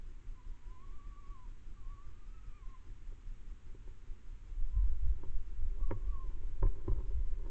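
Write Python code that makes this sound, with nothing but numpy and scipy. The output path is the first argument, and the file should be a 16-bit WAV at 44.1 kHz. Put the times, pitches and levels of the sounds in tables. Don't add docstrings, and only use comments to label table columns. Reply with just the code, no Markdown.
import sys
import numpy as np
from scipy import signal
from scipy.fft import rfft, irfft, next_fast_len
from scipy.io import wavfile
from scipy.ndimage import uniform_filter1d, map_coordinates

SR = 44100
rng = np.random.default_rng(int(sys.argv[2]) if len(sys.argv) > 2 else 0)


def dump(signal):
    limited = np.clip(np.atleast_2d(signal).T, -1, 1)
    pcm = np.round(limited * 32767).astype(np.int16)
    wavfile.write(sys.argv[1], SR, pcm)


N = 330750

# f/Hz, relative level/dB
NIGHT_SPECTRUM = [(8, -0.5), (22, -4.5), (45, -11), (75, -21), (90, -20), (101, -19), (115, -23.5),
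                  (160, -37.5), (210, -31.5), (260, -36), (370, -37), (550, -52.5), (900, -56),
                  (2000, -77.5)]
# f/Hz, relative level/dB
HISS_SPECTRUM = [(200, 1), (700, -4), (1100, 0), (2100, -3), (3200, -7.5), (4800, -15), (5600, -14),
                 (6800, -10.5), (7800, -13), (8500, -24)]
THUMP_SPECTRUM = [(10, -6.5), (28, 10.5), (48, -11.5), (75, -16), (105, -21.5), (160, -36), (350, -34),
                  (600, -55.5), (1500, -60.5)]
# f/Hz, width/Hz, gain/dB
HOUSING_MODES = [(114.8, 10, 9.5), (205, 28, -5), (320.5, 101.4, -1), (399, 39.2, 3.5), (524.7, 39, -6.5),
                 (591, 35, -11.5), (800, 27, -23.5), (931, 37, -7), (1040, 38, -7), (1155, 34, -16),
                 (1263, 67, -17), (1500, 38, -28), (1595, 52, -18.5), (1700, 140, -19.5), (1857, 38, -18.5),
                 (2060, 62, -20.5), (2190, 140, -22), (2680, 63, -33), (2870, 380, -33.5)]
# f/Hz, relative level/dB
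SWAY_SPECTRUM = [(5, -7), (10, 5), (20, -2), (32, -8.5), (45, -17.5), (70, -45.5)]
SHUDDER_SPECTRUM = [(22, -31), (41, 0.5), (57, -5), (76, -17), (100, -18), (118, -33), (150, -58),
                    (220, -78.5)]
# t/s, sway/dB, shudder/dB
SHOVE_PEAKS = [(4.63, -29, -42.5), (4.8, -44.5, -28), (4.9, -26.5, -35), (5.07, -26.5, -31),
               (5.35, -26.5, -50.5), (5.64, -28.5, -35.5), (5.86, -26.5, -41), (6.1, -38, -37),
               (6.47, -34, -43.5), (6.66, -22.5, -37), (6.93, -29, -31.5), (7.16, -33.5, -33),
               (7.289, -30, -45)]
# t/s, relative level/dB
RUB_LEVELS = [(4.45, -75), (4.76, -81), (5.0, -76.5), (5.18, -66.5), (5.38, -79), (5.56, -74.5),
              (5.77, -64.5), (5.94, -63), (6.09, -67), (6.22, -64.5), (6.5, -68.5), (6.83, -60.5),
              (6.98, -58.5), (7.13, -65.5), (7.29, -68.5), (7.5, -58)]
# t/s, strength/dB, hardness of the contact/Hz
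KNOCK_CONTACTS = [(3.119, -26, 700), (3.745, -23, 647), (3.874, -23, 900), (4.927, -29.5, 1600),
                  (5.232, -14, 1110), (5.253, -22, 700), (5.807, -22, 704), (5.909, 1, 1900),
                  (6.43, -24, 1090), (6.626, -2, 1200), (6.649, -8, 590), (6.663, -15, 2640),
                  (6.878, 0, 660), (6.915, -13, 800), (6.984, -18.5, 920), (7.002, -14.5, 680),
                  (7.104, -20, 686), (7.392, -23.5, 800), (7.445, -23, 680), (7.460, -18, 1450)]
# t/s, f/Hz, relative level/dB
WAIL_ARCHES = [
    [(.35, 1020, -69.5), (.56, 977, -82), (.67, 981, -78), (.71, 1005, -64.5), (.95, 1162, -71.5),
     (1.33, 1125, -62), (1.44, 966, -69), (1.49, 915, -85)],
    [(1.76, 1160, -74), (1.85, 1085, -69.5), (1.98, 1149, -63.5), (2.1, 1168, -76.5), (2.42, 1310, -77.5),
     (2.65, 1070, -69), (2.76, 1045, -70), (2.81, 1030, -81)],
    [(4.71, 1022, -78.5), (4.785, 1021, -63), (4.87, 970, -84)],
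    [(5.78, 1103, -80), (5.84, 1110, -65.5), (6.03, 1091, -76), (6.1, 1145, -73.5), (6.13, 1130, -58.5),
     (6.2, 1080, -65), (6.24, 1025, -59.5), (6.27, 1000, -74), (6.33, 914, -81)],
]
# t of one crest/s, rate/Hz, depth/share of pitch, dip at a crest/dB (negative lifts)
WAIL_QUAVERS = [(1.078, 8.4, 0.02, 1), (2.314, 7.5, 0.025, -0.5), (4.785, 7.5, 0.019, -0.5),
                (5.97, 7.2, 0.023, -2)]
# t/s, overtone relative to the fundamental/dB
MOUTH_OVERTONE = [(1.2, -20), (2.0, -31), (2.2, -14.5), (2.57, -5.5), (2.68, -16.5), (4.7, -34.5)]
# f/Hz, gain/dB
PORT_NOTCH = [(585, 0.5), (630, -13.5), (700, -4), (810, 0.5)]

CYCLE_S, BUSY_FROM_S, BUSY_TO_S = .2, .06, .125


def amp(db):
    return 10 ** (np.asarray(db) / 20)


def unit(x):
    return x / np.sqrt(np.mean(x ** 2) + 1e-20)


def clock():
    return np.arange(N) / SR


def curves(rows):
    times, *columns = np.transpose(rows)
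    return [np.interp(clock(), times, column) for column in columns]


def gate(t, start, end, fade):
    return np.clip(np.minimum(t - start, end - t) / fade, 0, 1)


def wobble(rate):
    return map_coordinates(rng.standard_normal(int(N * rate / SR) + 4), [clock() * rate])


def filtered(x, response):
    size = next_fast_len(N + SR // 2)
    return irfft(rfft(x, size) * response(np.fft.rfftfreq(size, 1 / SR)), size)[:N]


def lowpass(x, edge_hz, order):
    return signal.sosfilt(signal.butter(order, edge_hz, fs=SR, output="sos"), x)


def noise(spectrum):
    f, db = np.transpose(spectrum)
    colour = lambda hz: amp(np.interp(np.log(hz + 1), np.log(f), db, right=-120))
    return unit(filtered(rng.standard_normal(N), colour))


def even(x, span_s):
    power = np.abs(uniform_filter1d(x ** 2, int(span_s * SR) + 1))
    return x / np.sqrt(power + 0.033)


def night(level_db=-48, drift_db=-0.95):
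    return amp(level_db + drift_db * wobble(5.8)) * noise(NIGHT_SPECTRUM)


def whine(level_db=-87.0, pitch_hz=4990, flicker_db=4.0, waver_rad=0.55, sag_db_per_s=110):
    sag_db = sag_db_per_s * (clock() % CYCLE_S - BUSY_FROM_S)
    level = amp(level_db - sag_db + flicker_db * wobble(70))
    return level * np.sin(2 * np.pi * pitch_hz * clock() + waver_rad * wobble(70))


def electronics(thump_db=-43, hiss_db=-73, hiss_lift_db=1):
    in_cycle_s = clock() % CYCLE_S
    busy = gate(in_cycle_s, BUSY_FROM_S, BUSY_TO_S, fade=.008)
    thumping = gate(in_cycle_s, start=.052, end=.145, fade=.02)
    thump = amp(thump_db) * even(noise(THUMP_SPECTRUM), span_s=.16) * thumping
    return thump + busy * whine() + amp(hiss_db + hiss_lift_db * busy) * noise(HISS_SPECTRUM)


def housing(hz):
    return sum((-1) ** k * amp(db) * 1j * hz * width / (mode_hz ** 2 - hz ** 2 + 1j * hz * width)
               for k, (mode_hz, width, db) in enumerate(HOUSING_MODES))


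def shove(peak_s, rise_s=0.044, fall_s=0.047):
    t = clock() - peak_s
    return np.exp(-(t / np.where(t < 0, rise_s, fall_s)) ** 2 / 2)


def jostle(rest_sway_db=-36.5, rest_shudder_db=-49, shudder_trim_db=-1):
    sway_power = amp(rest_sway_db) ** 2
    shudder_power = amp(rest_shudder_db) ** 2
    for peak_s, sway_db, shudder_db in SHOVE_PEAKS:
        swell = shove(peak_s)
        sway_power += (amp(sway_db) * swell) ** 2
        shudder_power += (amp(shudder_db) * swell) ** 2
    sway = np.sqrt(sway_power) * even(noise(SWAY_SPECTRUM), span_s=.07)
    shudder = np.sqrt(shudder_power) * even(noise(SHUDDER_SPECTRUM), span_s=.09)
    return sway + amp(shudder_trim_db) * shudder


def rubbing(gain_db=2, grain_db=2, soft_hz=900):
    slips = rng.standard_normal(N) * amp(grain_db * wobble(60))
    shell = lowpass(filtered(slips, housing), soft_hz, order=2)
    return amp(curves(RUB_LEVELS)[0] + gain_db) * unit(shell)


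def knocks(gain_db=11, scrape_db=-29, scrape_t60=.06, dull_hz=3000):
    t = np.arange(SR // 8) / SR
    force = np.zeros(N + SR)
    for start_s, db, hard_hz in KNOCK_CONTACTS:
        push = t == 0
        scrape = amp(scrape_db - 60 * t / scrape_t60) * rng.standard_normal(len(t))
        blow = lowpass(push + scrape, hard_hz, order=2)
        force[round(start_s * SR):][:len(t)] += amp(db + gain_db) * blow
    return lowpass(filtered(force[:N], housing), dull_hz, order=6)


def mount(gain_db=-25, pitch_hz=100, t60=0.2, attack_s=.01, softness_db_per_octave=3.0):
    t = np.arange(SR // 2) / SR
    bob = np.sin(2 * np.pi * pitch_hz * t) * amp(-60 * t / t60) * (1 - np.exp(-t / attack_s))
    softest_hz = min(hz for _, _, hz in KNOCK_CONTACTS)
    motion = np.zeros(N + SR)
    for start_s, db, hard_hz in KNOCK_CONTACTS:
        loss_db = softness_db_per_octave * np.log2(hard_hz / softest_hz)
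        motion[round(start_s * SR):][:len(t)] += amp(db + gain_db - loss_db) * bob
    return motion[:N]


def garden(direct, wall_s=0.029, wall_db=-15, hedges_db=-15, t60=0.94):
    t = np.arange(SR) / SR
    tail = rng.standard_normal(SR) * amp(-60 * t / t60) * (t > .012)
    hedges = signal.fftconvolve(direct, tail / np.linalg.norm(tail))[:N]
    wall = np.interp(clock() - wall_s, clock(), direct)
    return direct + amp(wall_db) * wall + amp(hedges_db) * hedges


def wail(arch, quaver, jitter=0.007, rasp=0.046, flutter_db=3.0):
    crest_s, rate_hz, depth, dip_db = quaver
    pitch_hz, effort_db = curves(arch)
    swing = np.cos(2 * np.pi * rate_hz * (clock() - crest_s))
    overtone = amp(curves(MOUTH_OVERTONE)[0])
    roughness = (jitter + rasp * overtone) * wobble(170)
    phase = 2 * np.pi * np.cumsum(pitch_hz * (1 + depth * swing + roughness)) / SR
    voice = np.sqrt(2) * (np.sin(phase) + overtone * np.sin(2 * phase))
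    calling = gate(clock(), start=arch[0][0], end=arch[-1][0], fade=.01)
    air_db = flutter_db * wobble(55)
    return voice * calling * amp(effort_db - dip_db * swing + air_db)


def wails(gain_db=-1.0):
    return amp(gain_db) * sum(wail(arch, quaver) for arch, quaver in zip(WAIL_ARCHES, WAIL_QUAVERS))


def scene(jostle_from_s=4.45):
    handling = (jostle() + rubbing()) * gate(clock(), jostle_from_s, np.inf, fade=.16)
    far = garden(wails()) + night()
    close = knocks() + mount() + handling + electronics()
    return (far + close)[None]


def record(dry, top_hz=8500):
    port = lambda hz: amp(np.interp(hz, *np.transpose(PORT_NOTCH)))
    return filtered(dry[0], lambda hz: port(hz) * (hz < top_hz))[None]


dry = scene()
out = record(dry)
dump(out)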